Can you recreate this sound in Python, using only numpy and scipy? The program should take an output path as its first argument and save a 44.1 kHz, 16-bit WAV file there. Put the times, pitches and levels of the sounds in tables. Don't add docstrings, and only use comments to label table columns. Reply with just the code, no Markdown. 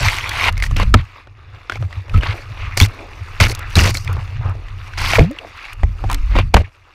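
import sys
import numpy as np
from scipy import signal
from scipy.fft import rfft, irfft, next_fast_len
from scipy.io import wavfile
from scipy.ndimage import uniform_filter1d

SR = 44100
rng = np.random.default_rng(int(sys.argv[2]) if len(sys.argv) > 2 else 0)


def elevation(decibels):
    levels = np.asarray(decibels, float)
    return 10 ** (levels / 20)


def digitize_waveform(pressure):
    field = np.atleast_2d(pressure).T
    bounded = np.clip(field, -1, 1)
    quanta = np.round(bounded * 32767).astype(np.int16)
    wavfile.write(sys.argv[1], SR, quanta)


N = 306054


def evened(x):
    return x / np.sqrt(np.mean(x ** 2) + 1e-20)


def curve(rows, column):
    rows = np.vstack(rows)
    return elevation(np.interp(np.arange(N) / SR, rows[:, 0], rows[:, column]))


def colour(x, points):
    hz, db = np.transpose(points)
    size = next_fast_len(len(x))
    bin_hz = np.fft.rfftfreq(size, 1 / SR)
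    gain = elevation(np.interp(np.log(bin_hz + 1), np.log(hz), db))
    return irfft(rfft(x, size) * gain, size)[:len(x)]


def band(x, lo_hz, hi_hz, order=2):
    edges = [lo_hz, min(hi_hz, SR / 2.1)]
    return signal.sosfilt(signal.butter(order, edges, "band", fs=SR, output="sos"), x)


def add(mix, s, sound):
    part = mix[round(s * SR):][:len(sound)]
    part += sound[:len(part)]


def froth(per_s, spread_db, lo_hz, hi_hz, cycles, smooth, count=24):
    out = np.zeros(N)
    for hz in np.geomspace(lo_hz, hi_hz, count):
        u = np.arange(int(3 * cycles * SR / hz)) * hz / SR
        wavelet = hz * np.sin(2 * np.pi * u * (1 + 0.023 * u)) * np.exp(-u / cycles * 2)
        bursts = rng.random(N) < per_s / count / SR
        size = elevation(spread_db * np.minimum(rng.exponential(1, N), 5)) * bursts
        out += signal.oaconvolve(size, wavelet)[:N]
    return evened(out) + smooth * rng.standard_normal(N)


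def patchy(x, depth_db, bins=5, frames=14):
    z = signal.stft(x, nperseg=512, noverlap=384)[2]
    patches = uniform_filter1d(rng.standard_normal(z.T.shape).T, bins, 0)
    patches = evened(uniform_filter1d(patches, frames, 1))
    return signal.istft(z * elevation(depth_db * patches), nperseg=512, noverlap=384)[1][:len(x)]


def flicker(hz, depth_db):
    steps = rng.standard_normal(int(N / SR * hz) + 2)
    return elevation(depth_db * np.interp(np.arange(N) / SR * hz, np.arange(len(steps)), steps))


# frequency in Hz, level in dB per Hz.
FOAM = [(290, -54.5), (500, -31.5), (571, -54), (666, -8), (949, 3.5), (1040, 7), (1240, 10), (1410, 4),
        (2510, 6), (2800, 5), (3160, -8), (3490, -2), (7000, -20.5), (9100, -72.5), (15400, -120)]
# frequency in Hz, level in dB per Hz.
SPRAY = [(2060, -8.5), (3500, -14), (4470, -1.5), (5330, -5.5), (5910, -5.5), (7260, -12), (13800, -19.5),
         (15700, -26.5), (16400, -86)]
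# frequency in Hz, level in dB per Hz.
SHEET = [(350, -37), (600, -13.5), (687, -6), (1060, 2), (1770, -1.5), (2100, 4), (2430, 1.5),
         (4450, -10.5), (5450, -24), (6000, -25.5), (7800, -43), (13200, -120)]
# time in seconds, foam, spray and slosh levels in dB.
WATER = [(0.0, -25, -29.5, -27), (0.07, -14.5, -23, -43), (0.15, -25, -31.5, -43.5),
         (0.274, -23.5, -38.5, -42), (0.424, -17.5, -29.5, -34), (0.494, -12, -30, -33.5),
         (0.509, -44.5, -61, -46), (0.539, -41, -55.5, -48), (0.718, -42, -48, -58), (0.883, -39, -49, -54),
         (0.913, -46.5, -55, -55), (1.187, -44.5, -63, -57.5), (1.282, -55, -72, -60),
         (1.497, -47, -69.0, -55), (1.546, -45.5, -63, -49.5), (1.786, -50, -65, -63),
         (1.816, -43, -53, -41), (1.866, -50.5, -59, -54), (1.931, -41, -55, -52.0), (2.05, -47, -61, -49),
         (2.115, -43.5, -55, -45), (2.35, -38.5, -47, -37), (2.38, -37.5, -48, -44),
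         (2.519, -42.5, -55, -48.5), (2.624, -34.5, -52, -43.5), (2.754, -38, -52, -52.0),
         (3.003, -41.5, -55, -39), (3.283, -40, -51.5, -52), (3.637, -37, -56, -44),
         (3.732, -35.5, -43, -48), (4.026, -43, -41, -57), (4.096, -38, -52, -39),
         (4.275, -43.5, -52.5, -49.5), (4.375, -42, -59, -48), (4.475, -41, -60, -38),
         (4.57, -46, -57, -45.5), (4.649, -44.5, -62, -53), (4.869, -39.5, -50, -51.5),
         (5.353, -42, -60, -49.5), (5.443, -42.5, -55.5, -39.5), (5.532, -39.5, -54.5, -53),
         (5.732, -35.5, -51, -54), (5.747, -46.5, -59.5, -52), (5.941, -46.0, -54.5, -53),
         (5.996, -43.5, -53.5, -44), (6.435, -41.5, -53, -62), (6.495, -54.5, -63.0, -56.5),
         (6.67, -46, -64, -50.5), (6.72, -55.5, -65, -63.5), (6.939, -48.5, -66.5, -58)]


def water():
    surge = flicker(40, depth_db=1.4)
    foam_level, spray_level, slosh_level = (curve(WATER, column) for column in (1, 2, 3))

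    bubbles = patchy(froth(4000, 3.9, 600, 6220, cycles=4.6, smooth=1.2), depth_db=1.55)
    wet = np.clip(foam_level / elevation(-26.5), 0, 1) ** 2
    distant = np.sqrt(1 - wet) * evened(colour(bubbles, FOAM))
    touching = np.sqrt(wet) * evened(colour(bubbles, SHEET))
    foam = elevation(-0.13) * foam_level * evened(distant + touching)

    fine = patchy(froth(3000, 3.0, 4000, 17000, cycles=2.4, smooth=0.57), depth_db=3.0)
    spray = elevation(-2.0) * spray_level * evened(colour(fine, SPRAY))

    dull = band(froth(600, 3.0, 250, 1000, cycles=2.9, smooth=1.1), 210, 1000, order=3)
    slosh = elevation(-0.1) * slosh_level * evened(dull)
    return surge * (foam + spray + slosh)


# time in seconds, board boom in dB, handling sway in dB.
BOARD = [(0.0, -20, -24), (0.075, -15, -19.5), (0.11, -31.5, -30), (0.229, -33.5, -36),
         (0.444, -29.5, -33.5), (0.489, -17.5, -25), (0.654, -32.5, -17), (0.728, -18.5, -16.5),
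         (0.938, -21.5, -13), (0.948, -1.5, -5), (1.078, -44.5, -50), (1.227, -52, -53),
         (1.322, -39.5, -48), (1.377, -45, -52), (1.556, -36.5, -50), (1.671, -56, -48),
         (1.771, -24.5, -36.0), (1.846, -17.5, -41), (1.931, -41.5, -43.0), (1.98, -18.5, -48),
         (2.05, -42.5, -56), (2.16, -14.5, -10), (2.245, -31, -30), (2.295, -15.5, -32), (2.39, -45, -38),
         (2.529, -27, -43), (2.569, -41, -31.5), (2.659, -22.5, -27), (2.709, -34, -34), (2.789, -24, -31),
         (2.829, -6.5, -17), (2.938, -43.5, -43), (3.163, -43, -38), (3.218, -25.5, -51), (3.273, -37, -42),
         (3.397, -36, -28), (3.412, -8, -11.5), (3.557, -30.5, -35.5), (3.751, -33.5, -28),
         (3.766, -6, -13.5), (3.886, -17, -24.5), (4.011, -28.5, -34), (4.121, -17, -30),
         (4.28, -29.5, -34), (4.49, -16.5, -27.5), (4.53, -25, -34), (4.59, -27.0, -35.5),
         (4.629, -45, -29.5), (4.749, -28.5, -33.5), (4.914, -37, -42.0), (5.004, -24, -20.5),
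         (5.118, -26.5, -27), (5.218, -9.5, -25), (5.333, -50, -47), (5.478, -49, -51), (5.542, -40.5, -49),
         (5.627, -64, -49.5), (5.767, -37, -33.5), (5.832, -27, -23), (5.847, -18.5, -16),
         (5.986, -35.5, -31.5), (6.051, -19.5, -20), (6.261, -42.5, -16), (6.38, -13.5, -11.5),
         (6.535, -29, -31.5), (6.55, -11.5, -4), (6.615, -17.5, -26), (6.73, -60, -62), (6.82, -51.5, -57),
         (6.939, -63.5, -60)]


def board():
    def steady(x):
        return x / np.sqrt(uniform_filter1d(x ** 2, size=2600) + .07 * np.mean(x ** 2))

    push, load = curve(BOARD, 1), curve(BOARD, 2)
    boom = band(band(rng.standard_normal(N), 83.2, 99.2, order=1), 56, 130.4, order=4)
    sway = band(band(rng.standard_normal(N), 20, 52), 17, 60)
    upper = evened(band(rng.standard_normal(N), 149, 214.7))
    upper = elevation(-3.0) * upper * np.sqrt(push * load) ** 1.724
    return elevation(1.27) * push * steady(boom) + elevation(1.65) * load * steady(sway) + upper


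# start in seconds, peak in dB, ring in Hz,
# then spray and body levels in dB relative to the ring.
SLAPS = [(0.029, -8.5, 2730, -11.5, -27), (0.084, -1, 2210, -26.5, -31), (0.185, -10.5, 2020, -12, -43),
         (0.242, -19.5, 1940, -39, -25), (0.293, -17, 3160, 1.5, -37), (0.44, -3, 2290, -36, -34),
         (0.57, -20.5, 2100, -24, -30), (0.578, -22, 2300, -3, -36), (0.601, -17.5, 2200, -14, -36),
         (0.624, -8, 2070, -14, -24.5), (0.638, -8.5, 1890, -32.5, -36), (0.663, -16.5, 2010, -12, -40),
         (0.711, -20.5, 1090, -11, -10), (0.766, -19.5, 2030, 0, -11), (0.799, -6.5, 1080, -20.5, -12),
         (0.941, 10, 1337, -15, -12), (1.272, -34, 1510, -23, -8.5), (1.697, -8, 1410, -24, -19.5),
         (1.721, -13, 1550, -25.5, -20), (1.756, -22, 2160, -38, -8.5), (1.807, -40, 840, -25, -7),
         (1.825, -26, 1310, -20, -5.5), (1.908, -31, 1060, -24, -20), (1.927, -22, 1950, -30, -18),
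         (2.08, -34.5, 820, -35.5, 0), (2.096, -24, 2560, -18.5, -21), (2.143, -22.5, 1260, -40, -6),
         (2.21, -22, 2800, -24, -19), (2.233, -11, 1600, -31, -14), (2.774, -8.5, 2170, 2, -41),
         (2.801, 1.5, 2230, -5.5, -35), (3.402, 1.5, 2070, -8.5, -22), (3.438, -6.5, 2170, -14, -24),
         (3.497, -16.5, 4180, -3.5, -11), (3.517, -19.5, 2030, -2, -25), (3.704, -41.5, 2200, -18, -22),
         (3.755, -3.5, 4000, -5.5, -17), (3.77, -18, 940, -18.5, -21), (3.79, -1, 2740, -12, -32),
         (3.854, -8, 2100, -17.5, -9), (3.951, -12, 2230, -16, -34), (3.971, -13, 4160, -6.5, -38),
         (4.076, -14.5, 2410, -27, -26), (4.167, -26, 1170, -32, -4.5), (4.456, -38.5, 1280, -11.5, 9),
         (4.684, -24.5, 1880, -31, -36), (4.936, -21.5, 1510, -36, -31), (4.974, -28, 1900, -23, -14),
         (5.043, -19.5, 2200, -22, -25), (5.134, -2, 2390, -19, -20), (5.155, -1, 2340, -17, -26),
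         (5.363, -32, 2080, -33, -25), (5.387, -16.5, 2630, -41, -32), (5.653, -21.5, 2420, -24, -23),
         (5.833, -19, 1030, -34, 0), (6.04, -30.5, 1080, -38, 8.5), (6.099, -11.5, 988, -12, -24.5),
         (6.354, -24.5, 810, -31, 7.5), (6.363, -18, 1140, -29, 5.5), (6.387, -5, 1060, -23, -8),
         (6.542, 9.5, 840, -13.5, -6), (6.567, -2, 905, -39, -3.5)]


def slaps():
    out, t = np.zeros(N), np.arange(SR // 16) / SR
    for s, db, hz, spray_db, body_db in SLAPS:
        a, b, c, d = rng.standard_normal((4, len(t)))
        tail = elevation(-11.0 - 60 * t / 0.023) * evened(band(a, 1200, 3330))
        wobble = hz * (1 + 0.053 * evened(uniform_filter1d(d, size=60)))
        ring = elevation(-60 * t / 0.018) * np.sin(2 * np.pi * np.cumsum(wobble) / SR)
        ring *= 1 - np.exp(-t / 0.00045)
        crack = elevation(spray_db - 2.0 - 60 * t / 0.014) * evened(colour(b, SPRAY))
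        body = elevation(body_db + 1.5 - 60 * t / 0.042) * evened(band(c, 140, 884))
        add(out, s, elevation(db + 1.5) * (ring + tail + crack + body))
    return out


# start in seconds, length in seconds, level in dB,
# spray and body in dB relative to that level, change over the length in dB.
SHEETS = [(0.626, 0.044, -31.5, 0.5, -23, -4.5), (0.76, 0.072, -27, -16, -9.5, 7),
          (0.943, .07, -30.5, -22, -10, -3.5), (1.709, 0.065, -36, -12, -9, -1),
          (2.133, 0.053, -33.5, -17, -17, 6), (2.222, .11, -26.5, -24, -23, -0.5),
          (2.769, 0.033, -22.5, 4, -11, -15.5), (2.808, 0.054, -10.5, -2, -13.5, -19),
          (3.4, 0.071, -8, -8, -8.5, -14.5), (3.48, 0.043, -38.5, 8.5, 7, -2.5),
          (3.76, 0.15, -15, -6, -7, -6.5), (3.941, .045, -38.5, 13.5, 2, -12),
          (4.973, 0.2, -24, -9.5, -17.5, 6.5), (5.183, 0.08, -14.5, -10.5, 9, -26.5),
          (6.054, 0.037, -52, -27, 13, -12), (6.089, 0.066, -33, -28, -4.5, -3),
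          (6.301, 0.12, -33.5, -22, -7, 0), (6.353, 0.048, -23, -20, -8, -0.5),
          (6.538, 0.082, -13.5, -14.5, 3.5, -24)]


def sheets():
    surge = flicker(160, depth_db=1.8)
    crackle = froth(5000, 4.25, 727, 5660, cycles=5.9, smooth=0.95)
    crackle = patchy(crackle, depth_db=2.0, frames=6)
    fine = froth(4000, 6.4, 4000, 15000, cycles=3.5, smooth=1.17)
    dull = froth(400, 2.5, 150, 800, cycles=2.2, smooth=.5)
    colours = [colour(crackle, SHEET), colour(fine, SPRAY), band(dull, 140, 750)]
    froths = [evened(x * surge) for x in colours]

    out = np.zeros(N)
    for s, length, db, spray_db, body_db, fade_db in SHEETS:
        t = np.arange(int((length + .06) * SR)) / SR
        tear_db = 60 * np.maximum(t - length, 0) / 0.03
        shape = elevation(db + fade_db * t / length - tear_db) * (1 - np.exp(-t / 0.0025))
        mid, high, low = (x[round(s * SR):][:len(t)] for x in froths)
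        add(out, s, shape * (mid + elevation(spray_db) * high + elevation(body_db) * low))
    return out


# start in seconds, peak in dB, starting pitch in Hz,
# time to fall 60 dB in seconds.
THUMPS = [
    (0.949, 2.5, 55.8, 0.14),
    (2.148, -4, 80.4, 0.16),
    (2.181, 1.5, 60, 0.06),
    (2.816, 10, 72.8, 0.067),
    (3.41, -10.5, 79, 0.26),
    (5.196, 6, 50.6, 0.11),
    (5.836, 1, 63, .12),
    (6.546, 9, 50.7, 0.14),
]


def thumps():
    out, t = np.zeros(N), np.arange(SR // 3) / SR
    bend = 1 + 0.38 * (1 - np.exp(-t / 0.024))
    for s, db, hz, t60 in THUMPS:
        add(out, s, elevation(db - 60 * t / t60) * np.sin(2 * np.pi * np.cumsum(hz * bend) / SR))
    return out


# time in seconds, pitch in Hz, level in dB.
BUBBLE = [
    (5.199, 88, -38),
    (5.215, 126, -1),
    (5.227, 155, -8),
    (5.252, 163, -16.5),
    (5.289, 217, -25),
    (5.318, 297, -26.5),
    (5.345, 333, -43),
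]


def bubble():
    s, hz, db = np.transpose(BUBBLE)
    t, out = np.arange(s[0], s[-1], 1 / SR), np.zeros(N)
    level = np.sqrt(2) * elevation(np.interp(t, s, db))
    add(out, s[0], level * np.sin(2 * np.pi * np.cumsum(np.interp(t, s, hz)) / SR))
    return out


# start in seconds, peak in
# dB, pitch in Hz, time to fall 60 dB in seconds, # rise of pitch per second.
BLIPS = [(.82, -22, 180, 0.21, 0.092), (2.14, -16, 1288, 0.12, .1), (2.813, 3, 3400, 0.025, .1),
         (2.83, 1, 3640, 0.024, .1), (5.134, 1, 665, 0.02, 0.11), (5.183, -1.5, 488, 0.07, .1),
         (5.184, -3, 670, 0.1, .1), (5.308, -20.5, 557, 0.057, .1), (5.388, -33, 2600, 0.01, .1),
         (5.4, -40, 418, .2, 6.4), (5.447, -16, 653, 0.025, 3.8), (5.834, -6, 2010, 0.013, .1),
         (6.042, -15, 776, 0.034, 0.084), (6.13, -29, 284, 0.28, .1)]


def blips():
    out, t = np.zeros(N), np.arange(SR // 3) / SR
    onset = 1 - np.exp(-t / 0.0022)
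    for s, db, hz, t60, rise in BLIPS:
        add(out, s, elevation(db - 60 * t / t60) * onset * np.sin(2 * np.pi * hz * t * (1 + rise * t)))
    return out


# start in seconds, length in seconds, middle pitch in Hz, level in dB.
GURGLES = [(0.789, 0.051, 2300, -28), (2.58, 0.11, 2470, -37), (3.572, 0.12, 1550, -35),
           (4.07, 0.077, 1110, -32.5), (4.17, 0.049, 1010, -36.5), (4.399, .15, 1100, -33.5),
           (4.98, 0.2, 4600, -31), (5.39, .08, 594, -43), (5.499, 0.2, 3300, -52),
           (6.094, 0.041, 970, -22.5), (6.637, 0.029, 2100, -37)]


def gurgles():
    out = np.zeros(N)
    for s, length, hz, db in GURGLES:
        noise = band(rng.standard_normal(SR // 2), hz - 7 * np.sqrt(hz), hz + 9 * np.sqrt(hz))
        noise = noise[:int(length * SR)]
        add(out, s, elevation(db) * evened(noise) * signal.windows.tukey(len(noise), .7))
    return out


# start in seconds, peak in dB, pitch in Hz.
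TICKS = [(0.5257, -30, 5290), (2.8847, -38.5, 5110), (2.9466, -44, 5070), (3.55, -19.5, 5770),
         (3.592, -29, 7750), (3.703, -34.5, 5550), (4.0463, -28.5, 5080), (4.129, -29.5, 10400),
         (4.496, -41.5, 5200), (5.3123, -35.5, 5500), (5.5735, -41.5, 5640), (5.732, -33, 9250),
         (6.114, -17.5, 5000), (6.1292, -19, 5390), (6.145, -16.5, 5200)]


def ticks():
    out, t = np.zeros(N), np.arange(SR // 40) / SR
    for s, db, hz in TICKS:
        click = evened(band(rng.standard_normal(len(t)), 0.29 * hz, 1.1 * hz, order=1))
        add(out, s, elevation(db - 0.5 - 60 * t / 0.016) * click)
    return out


def hiss():
    return elevation(-84) * band(rng.standard_normal(N), 100, 11000)


def scene():
    wet = water() + sheets() + slaps() + gurgles() + ticks()
    tones = board() + thumps() + bubble() + blips()
    return (wet + tones + hiss())[None]


def top_cut(x):
    return signal.sosfilt(signal.butter(12, 16530, fs=SR, output="sos"), x)


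def record(dry):
    knee, top = 3, .97
    clipped = dry / (1 + abs(dry / top) ** knee) ** (1 / knee)
    edge = signal.firwin(127, 15800, fs=SR)[None]
    return top_cut(signal.oaconvolve(clipped, edge, "same"))


dry = scene()
out = record(dry)
digitize_waveform(out)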